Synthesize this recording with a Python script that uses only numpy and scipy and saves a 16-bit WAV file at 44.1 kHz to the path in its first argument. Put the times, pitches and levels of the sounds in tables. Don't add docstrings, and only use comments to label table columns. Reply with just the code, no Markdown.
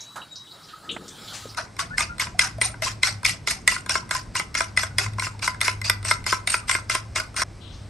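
import sys
import numpy as np
from scipy import signal
from scipy.fft import rfft, irfft, next_fast_len
from scipy.io import wavfile
from scipy.ndimage import uniform_filter1d

SR = 44100
rng = np.random.default_rng(int(sys.argv[2]) if len(sys.argv) > 2 else 0)


def master_out(mix):
    frames = np.transpose(np.atleast_2d(mix))
    ceiling = np.clip(frames, -1, 1)
    pcm = np.round(ceiling * 32767).astype(np.int16)
    wavfile.write(sys.argv[1], SR, pcm)


N = 347949
BEATING_END_S, SCENE_CUTOFF_HZ = 7.437, 11972

# t/s, level/dB, contact time/ms, level change over the contact/dB
STROKES = [(1.575, -31.5, 40, -14), (1.792, -30, 25, -7.5), (1.979, -30.5, 39, -2.5),
           (2.197, -31.5, 23, 3.5), (2.394, -26, 71, -10), (2.616, -25, 42, -7), (2.822, -33.5, 52, 3.5),
           (3.031, -26, 53, -4), (3.25, -26.5, 42, -2.1), (3.475, -29, 45.6, -1.5),
           (3.675, -31.5, 78, -3.5), (3.894, -31, 70, -4), (4.11, -32, 70, -7.5), (4.354, -27.5, 44, -10),
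           (4.553, -35, 64, 1.5), (4.774, -29, 64, -8.5), (4.984, -29, 52, -5), (5.185, -44, 61, 12.5),
           (5.424, -29.5, 51, -5), (5.614, -36, 60, 8), (5.845, -30, 61, -5), (6.05, -35.5, 67, 4.5),
           (6.264, -34, 66, 3), (6.474, -32, 65, 4.5), (6.682, -33, 65, 2), (6.898, -33, 54, 1),
           (7.16, -29, 50, -9.5), (7.365, -30, 87, -2.5)]
# f/Hz, level/dB, decay time/s
BOWL_MODES = [(377, -12, 0.041), (630, -11.5, 0.042), (1026, -5.5, 0.062), (1310, -11.5, 0.088),
              (1391, -9, 0.13), (1522, 0.5, 0.017), (2034, -7.5, 0.054), (2139, -5.5, 0.051),
              (2440, -5.5, 0.016), (2807, -8.5, 0.011), (3348, -11, 0.028), (3680, -16, 0.077),
              (4128, -9.5, 0.021), (4866, -3, 0.0069), (5233, -21, 0.008), (5405, -5, 0.014),
              (6640, -20.5, 0.067), (7650, -8.5, 0.0089), (8650, 0.5, 0.0071), (8920, -30, 0.1),
              (11090, -15.5, 0.038), (10960, -22, 0.032)]
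# f/Hz, share
STEREO_SPREAD = [(600, 0.27), (1200, 0.43), (2200, 0.38), (4000, 1), (8000, 0.52)]


def gain_of(db):
    return 10 ** (np.asarray(db) / 20)


def unit_rms(x):
    return x / np.sqrt(np.mean(x ** 2) + 1e-20)


def at_frequency(points, hz):
    f, value = np.transpose(points)
    return np.interp(np.log(hz + 1), np.log(f + 1), value)


def at_time(rows, t):
    times, *columns = np.transpose(rows)
    return [np.interp(t, times, column) for column in columns]


def add(mix, start_s, sound):
    part = mix[..., round(start_s * SR):][..., :sound.shape[-1]]
    part += sound[..., :part.shape[-1]]


def low_pass(x, cutoff_hz):
    taps = signal.firwin(511, cutoff_hz, window=("kaiser", 9), fs=SR)
    return signal.oaconvolve(x, taps[None], "same")


def smoothed(noise, *widths):
    for axis, width in enumerate(widths):
        noise = uniform_filter1d(noise, width, axis=axis)
    return unit_rms(noise)


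def noise_field(field_db, size, patchy_db):
    # f/Hz, coefficient
    coherence = [(60, 0.98), (170, 0.98), (490, 0.59), (1400, 0.92), (3980, 0.97), (11400, 0.88)]
    hop = size // 4
    hz, t = np.fft.rfftfreq(size, 1 / SR), np.arange(N // hop + 5) * hop / SR
    a, b, c, d, patches = rng.standard_normal((len(t), len(hz), 5)).T
    alike = at_frequency(coherence, hz)[:, None]
    left = a + 1j * b
    right = alike * left + np.sqrt(1 - alike ** 2) * (c + 1j * d)
    spectra = np.array([left, right]) * gain_of(field_db(hz[:, None], t) + patchy_db * smoothed(patches, 9, 9))
    return signal.istft(spectra, nperseg=size, noverlap=size - hop)[1][:, :N] / np.sqrt(size)


def tone(rows, rough, octave_db):
    t = np.arange(N) / SR
    hz, db = at_time(rows, t)
    gate = uniform_filter1d(1. * (t >= rows[0][0]) * (t <= rows[-1][0]), size=2000)
    waver = 1 + rough * smoothed(rng.standard_normal(N), 600)
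    phase = 2 * np.pi * np.cumsum(hz) / SR
    partials = np.sin(phase) + gain_of(octave_db) * np.sin(2 * phase)
    return np.sqrt(2) * gain_of(db) * gate * waver * partials


def bubble(db, hz, glide, length_ms, rough=0.):
    progress = np.linspace(0, 1, round(length_ms * SR / 1000) + 8)
    waver = 1 + rough * smoothed(rng.standard_normal(4000), 150)[:len(progress)]
    envelope = np.sin(np.pi * progress ** 0.44) ** 2
    phase = 2 * np.pi * np.cumsum(hz * (1 + glide * progress)) / SR
    return gain_of(db) * envelope * waver * np.sin(phase)


def kitchen():
    # f/Hz, relative spectrum level/dB
    spectrum = [(12, -22), (20, 10.5), (92, 9.5), (455, -8), (1010, -12), (1820, -17), (2080, -15),
                (3110, -24), (5310, -19.5), (7120, -28.5), (8580, -21.5), (10100, -55), (10900, -25),
                (11800, -44), (15400, -54), (22000, -120)]
    # t/s, gain below 100 Hz/dB, gain from 100 to 350 Hz/dB
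    rumble = [(0.0, -28, -12.5), (1.2, -16, -10.5), (1.4, -8, -7), (2.04, 2, 3), (2.9, 0.5, -0.5),
              (3.9, 1, 3.5), (5.5, 0.5, -1.5), (6.5, 2.5, -1), (7.3, 2, -0.5), (7.89, 3, 1)]

    def field_db(hz, t):
        fade_db = np.interp(t, [1.2, 1.6], [-25, 0])
        swell_db = np.select([hz < 100, hz < 350], at_time(rumble, t), fade_db)
        return swell_db + at_frequency(spectrum, hz)
    return low_pass(gain_of(-25) * noise_field(field_db, size=2048, patchy_db=1), SCENE_CUTOFF_HZ)


def hum():
    # t/s, f/Hz, level/dB
    course = [(1.25, 106.8, -54), (1.46, 106.9, -49), (2.1, 107.8, -51.5), (2.37, 110.6, -47),
              (2.56, 110.2, -39.5), (2.7, 113, -45), (2.93, 108.2, -40), (3.05, 104.7, -52),
              (3.13, 103.4, -36), (3.5, 104.5, -49.5), (3.9, 102.6, -52), (4.55, 103, -47.5),
              (4.91, 98, -38.5), (5.1, 105.5, -33), (5.25, 103.3, -35.5), (5.5, 103, -44.5),
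              (5.77, 102.2, -35), (6.2, 99.1, -37.5), (6.55, 103.5, -48), (6.83, 107.2, -43.5),
              (7.05, 107, -39.5), (7.33, 105.8, -46.5), (7.65, 97, -49), (7.82, 100.3, -39),
              (7.89, 100, -51)]
    return tone(course, rough=0.27, octave_db=-18) * gain_of([[.4], [-.4]])


def chirping():
    # t/s, level/dB, f/Hz, relative glide, duration/ms
    chirps = [(1.905, -31, 1430, .12, 70), (1.93, -30, 1720, .04, 48), (2.092, -31, 1405, 0, 90)]
    out = np.zeros(N)
    for start_s, *chirp in chirps:
        add(out, start_s, bubble(*chirp, rough=0.28))
    return np.array([out, .7 * np.roll(out, shift=8)])


def tap():
    # t/s, f/Hz, level/dB
    whistle = [(0.0, 3885, -43), (0.172, 3940, -55), (0.202, 3880, -59), (0.228, 3890, -39.5),
               (0.274, 3860, -69), (0.33, 3820, -43.5), (0.542, 3880, -52.5), (0.6, 3870, -65),
               (0.8, 3800, -64)]
    # t/s, f/Hz, level/dB
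    undertone = [(0.5, 1279, -63), (0.716, 1267, -65), (0.738, 1275, -41.5), (0.81, 1275, -64),
                 (0.86, 1271, -50), (1.17, 1278, -63), (1.2, 1270, -57.5), (1.6, 1260, -57.5)]
    upper = tone(whistle, rough=0.35, octave_db=-25) * gain_of([[1.1], [-1.1]])
    return upper + tone(undertone, rough=0.99, octave_db=-30)


def leaf_brushing():
    # f/Hz, relative spectrum level/dB
    spectrum = [(60, -25), (110, 2), (226, 0), (440, -2), (950, -4), (1480, -0.5), (2410, -14.5),
                (3910, -4), (6230, -14), (7110, -11.5), (11800, -19.5), (13800, -32), (14600, -17),
                (15600, -28)]
    # t/s, gain above 2 kHz/dB, gain below/dB
    course = [(0.0, -33.5, -36.5), (0.4, -39.5, -40.5), (0.55, -34, -35.5), (1.0, -36, -32.5),
              (1.13, -29.5, -34.5), (1.35, -25.5, -27), (1.54, -32, -36)]

    def field_db(hz, t):
        level_db = np.where(hz > 2000, *at_time(course, t))
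        return at_frequency(spectrum, hz) + level_db - 200 * (t > course[-1][0])
    high_pass = signal.butter(4, 70, "high", fs=SR, output="sos")
    return signal.sosfilt(high_pass, noise_field(field_db, size=1024, patchy_db=3))


def leaf_flicks():
    # t/s, level/dB, centre f/Hz, relative bandwidth, T60/s, left minus right/dB
    flicks = [(.005, -35, 6200, 0.27, 0.17, -2), (.156, -30.5, 1120, .96, 0.25, -4),
              (0.158, -39, 4400, 2.9, 0.16, -4), (.215, -40.5, 2920, 0.23, .11, -3),
              (.32, -48, 7240, .14, .15, -2), (.355, -37, 5100, .45, 0.21, -4),
              (.47, -43, 3230, 0.18, 0.074, 1), (0.511, -40, 4180, 0.24, 0.099, -4),
              (0.632, -45, 5130, 0.33, 0.25, 3), (0.684, -43.5, 3600, 0.55, 0.24, -5),
              (.86, -33.5, 300, 1.55, 0.82, 3), (.891, -25, 3290, .4, .19, 3.5),
              (.913, -42, 7640, 0.39, 0.21, 3), (.964, -21.5, 1260, 2.1, 0.03, -5),
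              (1.079, -36.5, 6400, .68, 0.14, 2), (1.277, -35.5, 3800, 0.4, 0.22, -3),
              (1.33, -30.5, 4970, 1.54, 0.32, 5), (1.455, -25, 414, .9, 0.027, -1),
              (1.489, -38.5, 5000, 0.3, 0.18, -2), (7.6, -45, 3470, 0.43, .63, 17),
              (7.72, -45, 4620, .84, .34, 1.5)]
    out, t = np.zeros((2, N)), np.arange(SR // 3) / SR
    hz = np.fft.rfftfreq(len(t), 1 / SR)
    for start_s, db, centre_hz, width, t60, pan_db in flicks:
        shared, *own = rng.standard_normal((3, len(t))) * gain_of(2.03 * rng.exponential(1, len(t)))
        band = 1 / (1 + ((hz - centre_hz) / (width * centre_hz / 2)) ** 4)
        puff = unit_rms(irfft(rfft(shared + 0.067 * np.array(own)) * band, len(t)))
        rise_s = .002 + .12 * max(t60 - .22, 0)
        envelope = gain_of(db - 60 * t / t60) * (1 - np.exp(-t / rise_s))
        add(out, start_s, puff * envelope * gain_of([[pan_db / 2], [-pan_db / 2]]))
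    return out


def reverberation(x):
    size = SR // 2
    echoes = np.zeros((2, size))
    arrivals = np.arange(120, size - 20, 20) + rng.integers(0, 20, (2, (size - 121) // 20))
    np.put_along_axis(echoes, arrivals, rng.choice([-1., 1.], arrivals.shape), 1)
    hz, t, spectra = signal.stft(echoes, SR, nperseg=256)
    t60 = at_frequency([(300, 0.45), (2000, 0.26), (8000, 0.15)], hz)[:, None]
    tail = signal.istft(spectra * gain_of(-60 * t / t60), SR, nperseg=256)[1]
    return signal.fftconvolve(x[None], tail / np.linalg.norm(tail[0]), axes=1)[:, :N]


def egg_bubbles():
    # t/s, level/dB, f/Hz, duration/ms
    pops = [(1.789, -25.5, 1113, 30), (1.998, -25.5, 1200, 44), (2.345, -36.5, 711, 32),
            (2.584, -29, 632, 18.5), (2.415, -24, 1590, 20), (2.645, -29, 1040, 21), (2.82, -26.5, 630, 29),
            (2.866, -21, 1034, 24.5), (3.717, -28, 5000, 22), (3.719, -23, 2700, 14.5),
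            (3.912, -24, 1550, 19), (4.03, -35, 990, 14.5), (4.15, -24, 1014, 32), (4.354, -22.5, 1016, 24),
            (4.372, -22.5, 2800, 15), (4.909, -44, 1450, 28), (5.222, -25, 1500, 15), (5.347, -41, 900, 18),
            (6.328, -15, 1008, 22), (6.634, -43, 1192, 25)]
    out = np.zeros(N)
    for start_s, db, hz, length_ms in pops:
        add(out, start_s, bubble(db, hz, glide=0.034, length_ms=length_ms))
    for start_s, stroke_db, *_ in STROKES:
        for late, faint, pitch, glide in rng.random((20, 4)):
            hz, db = 600 * 9 ** pitch, stroke_db - 22 * late - 9 * faint
            if start_s + .16 * late < BEATING_END_S:
                add(out, start_s + .12 * late, bubble(db, hz, 0.1 * glide, length_ms=18000 / hz))
    return out


def slosh(x, patchy_db):
    spectra = signal.stft(x, nperseg=256)[2]
    patches = smoothed(rng.standard_normal(spectra.shape[1:]), 4, 6)
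    return signal.istft(spectra * gain_of(patchy_db * patches), nperseg=256)[1][:, :N]


def tilt_db(hz, belly_db, bright_db):
    return np.interp(hz, [1600, 1900, 2800, 3300], [belly_db, 0, 0, bright_db])


def fork_drags():
    # f/Hz, relative spectrum level/dB
    hiss = [(240, -60), (400, -26), (666, -22), (848, -4.5), (1030, -1), (1300, 3), (2750, 0.5), (3260, -7),
            (5500, 2.5), (8900, -9), (9970, -11.5), (10900, -1.5), (11800, -33), (15400, -43),
            (22000, -120)]
    # t/s, gain/dB
    belly = [(1.6, 3.5), (2.4, -1), (3.0, -1.5), (3.3, -6), (4.3, -1), (4.7, -1), (6.6, -1), (7.4, 3.5)]
    size, ahead_s, fade_t60_ms, skips_per_s = 2 ** 14, .03, 177, 70
    t, hz = np.arange(size) / SR - ahead_s, np.fft.rfftfreq(size, 1 / SR)
    mode_hz, mode_db, decay_s = np.transpose(BOWL_MODES)[:, :, None]
    out = np.zeros((2, N))
    for start_s, stroke_db, contact_ms, change_db in STROKES:
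        shared, *own = rng.standard_normal((3, size)) * gain_of(1.8 * rng.exponential(1, size).clip(0, 5))
        grip = gain_of(2.15 * smoothed(rng.standard_normal(size), 300))
        level, pitch = rng.standard_normal((2, len(BOWL_MODES), 1))
        loaded_hz = mode_hz * (1 + .035 * pitch)
        resonances = gain_of(mode_db + 5 * level) / (1 + 2.03j * (hz - loaded_hz) * decay_s)
        response = gain_of(-2) * resonances.sum(0) + gain_of(at_frequency(hiss, hz) - 4.5)
        response /= np.sqrt(np.mean(abs(response) ** 2))
        response *= gain_of(tilt_db(hz, *at_time(belly, start_s), bright_db=0.3))
        skips = gain_of(17) * rng.standard_normal(size) * (rng.random(size) < skips_per_s / SR)
        slips = rfft((shared + skips) * grip) + at_frequency(STEREO_SPREAD, hz) * rfft(own * grip)
        envelope_db = stroke_db + change_db * np.clip(t * 1000 / contact_ms, 0, 1)
        envelope_db -= 60 * np.maximum(t * 1000 - contact_ms, 0) / fade_t60_ms
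        dive = gain_of(-5 + 2300 * np.minimum(t, 0))
        onset = np.maximum(dive, 1 - np.exp(-t.clip(0) / 0.0044))
        add(out, start_s - ahead_s, gain_of(envelope_db) * onset * irfft(slips * response, size))
    return out


def fork_knocks():
    # t/s, level/dB, gain of the belly modes/dB
    knocks = [(1.5468, -33, -1), (1.5733, -31, 5), (1.7666, -36.5, 1), (1.7922, -16, -0.5),
              (1.9814, -9, -5.5), (2.0064, -13.5, -5), (2.1825, -29, 1), (2.1977, -14, -4),
              (2.2044, -21.5, -20), (2.2175, -21, -6), (2.269, -23.5, 1.5), (2.393, 0.5, -9.5),
              (2.4698, -28, 5.5), (2.5827, -41, 10), (2.6144, -6, -5), (2.7423, -35.5, 3.5),
              (2.8217, -14, -6.5), (2.8594, -22, 5), (3.032, -2.5, -9.5), (3.2317, -31.5, 10),
              (3.25, -3.5, -11), (3.2949, -11, -21), (3.474, -12, -3.5), (3.5084, -19, -23),
              (3.677, 1, -12.5), (3.721, -22, 4), (3.7632, -21, 0.5), (3.8621, -26.5, 2.5),
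              (3.895, -10, -4), (3.9543, -12.5, 8), (4.0923, -32.5, 2), (4.1102, -11.5, 0.5),
              (4.1499, -16, 0), (4.353, -15.5, -1.5), (4.3973, -12.5, -0.5), (4.5436, -23, -8),
              (4.5509, -12, -2), (4.6062, -10, 4.5), (4.7658, -28, -9), (4.774, -6.5, -5.5),
              (4.833, -15, 7.5), (4.984, -4, -10), (5.0616, -22, 0.5), (5.1347, -35.5, -6),
              (5.1839, -31, 15.5), (5.1966, -12.5, -14), (5.222, -21.5, 4), (5.2679, -20.5, 2.5),
              (5.3932, -31, -5), (5.4266, -20, 4), (5.4773, -11.5, 4), (5.5451, -31.5, 6),
              (5.6064, -21, -11), (5.6135, -5.5, -10.5), (5.643, -27, -1), (5.6804, -4.5, -2),
              (5.8159, -20.5, -11.5), (5.8458, -22, -11), (5.898, -1, -6), (6.0285, -30.5, -2),
              (6.0498, -18.5, 1), (6.111, -5, 2.5), (6.2417, -30.5, -9), (6.2649, -13.5, 0),
              (6.2767, -20, -4), (6.325, -14, 9), (6.4737, -6.5, -12), (6.4987, -25, 0), (6.542, -5.5, 0.5),
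              (6.6824, -29, -12), (6.6942, -13, -0.5), (6.713, -9, -8), (6.7504, -11, 3),
              (6.7859, -30.5, 9), (6.898, -10, -0.5), (6.917, -24, 4), (6.9507, -10.5, 2.5),
              (7.1601, -12.5, -1.5), (7.1995, -18.5, 3.5), (7.343, -38.5, 8), (7.3647, -16.5, -18),
              (7.418, -11, 2.5)]
    hz, mode_db, decay_s = np.transpose(BOWL_MODES)[:, :, None]
    out, t = np.zeros((2, N)), np.arange(2200) / SR
    damping_db = -9 * np.clip((t - .0055) / .00057, 0, 1)
    ring_db = mode_db - 45 * t / decay_s + damping_db
    build_up = 1 - np.exp(-t * hz / 4.74)
    spread_rad = 0.7 * at_frequency(STEREO_SPREAD, hz) * np.array([1, -1])[:, None, None]
    landings_s = np.array(STROKES)[:, 0]
    for start_s, knock_db, belly_db in knocks:
        level, pitch, place = rng.standard_normal((3, len(BOWL_MODES), 1))
        coated_s = max(np.min(abs(start_s - landings_s)) - .049, 0)
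        bright_db = -4 - 300 * coated_s - .12 * knock_db
        amplitude = gain_of(knock_db + ring_db + tilt_db(hz, belly_db, bright_db) + 3.5 * level)
        phase = 2 * np.pi * hz * (1 + .022 * pitch) * t + spread_rad * place
        add(out, start_s - .0007, (amplitude * build_up * np.sin(phase)).sum(1))
    return out


def egg_beating():
    # f/Hz, left minus right/dB
    balance = [(60, 17), (140, -6), (340, 7.5), (830, 1.5), (1980, 1), (4740, 0.5), (11400, 1)]
    # f/Hz, lead of the left/rad
    lead = [(0, 0), (1210, -0.3), (3960, 0.7), (4220, 1.1), (4820, -0.4), (5680, 0.2), (6800, -0.1),
            (7490, 0.5), (8700, -0.1), (9130, -0.4), (9650, -3.0), (10900, -3.4), (11200, -5.8),
            (11500, -6.2)]
    size = next_fast_len(N)
    hz = np.fft.rfftfreq(size, 1 / SR)
    source = fork_knocks() + slosh(fork_drags(), patchy_db=3.5) + egg_bubbles()
    to_left = gain_of(at_frequency(balance, hz) / 2) * np.exp(.5j * at_frequency(lead, hz))
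    direct = irfft(rfft(source, size) * np.array([to_left, 1 / to_left]), size)[:, :N]
    reflected = gain_of(-11.5) * reverberation(source.mean(0))
    gate = np.clip((BEATING_END_S - np.arange(N) / SR) / .002, 0, 1)
    return low_pass((direct + reflected) * gate, SCENE_CUTOFF_HZ)


def scene():
    return tap() + hum() + egg_beating() + kitchen() + leaf_brushing() + leaf_flicks() + chirping()


def record(dry):
    high_pass = signal.butter(3, 38, "high", fs=SR, output="sos")
    return np.clip(low_pass(signal.sosfilt(high_pass, dry), cutoff_hz=15700), -1, 1)


dry = scene()
out = record(dry)
master_out(out)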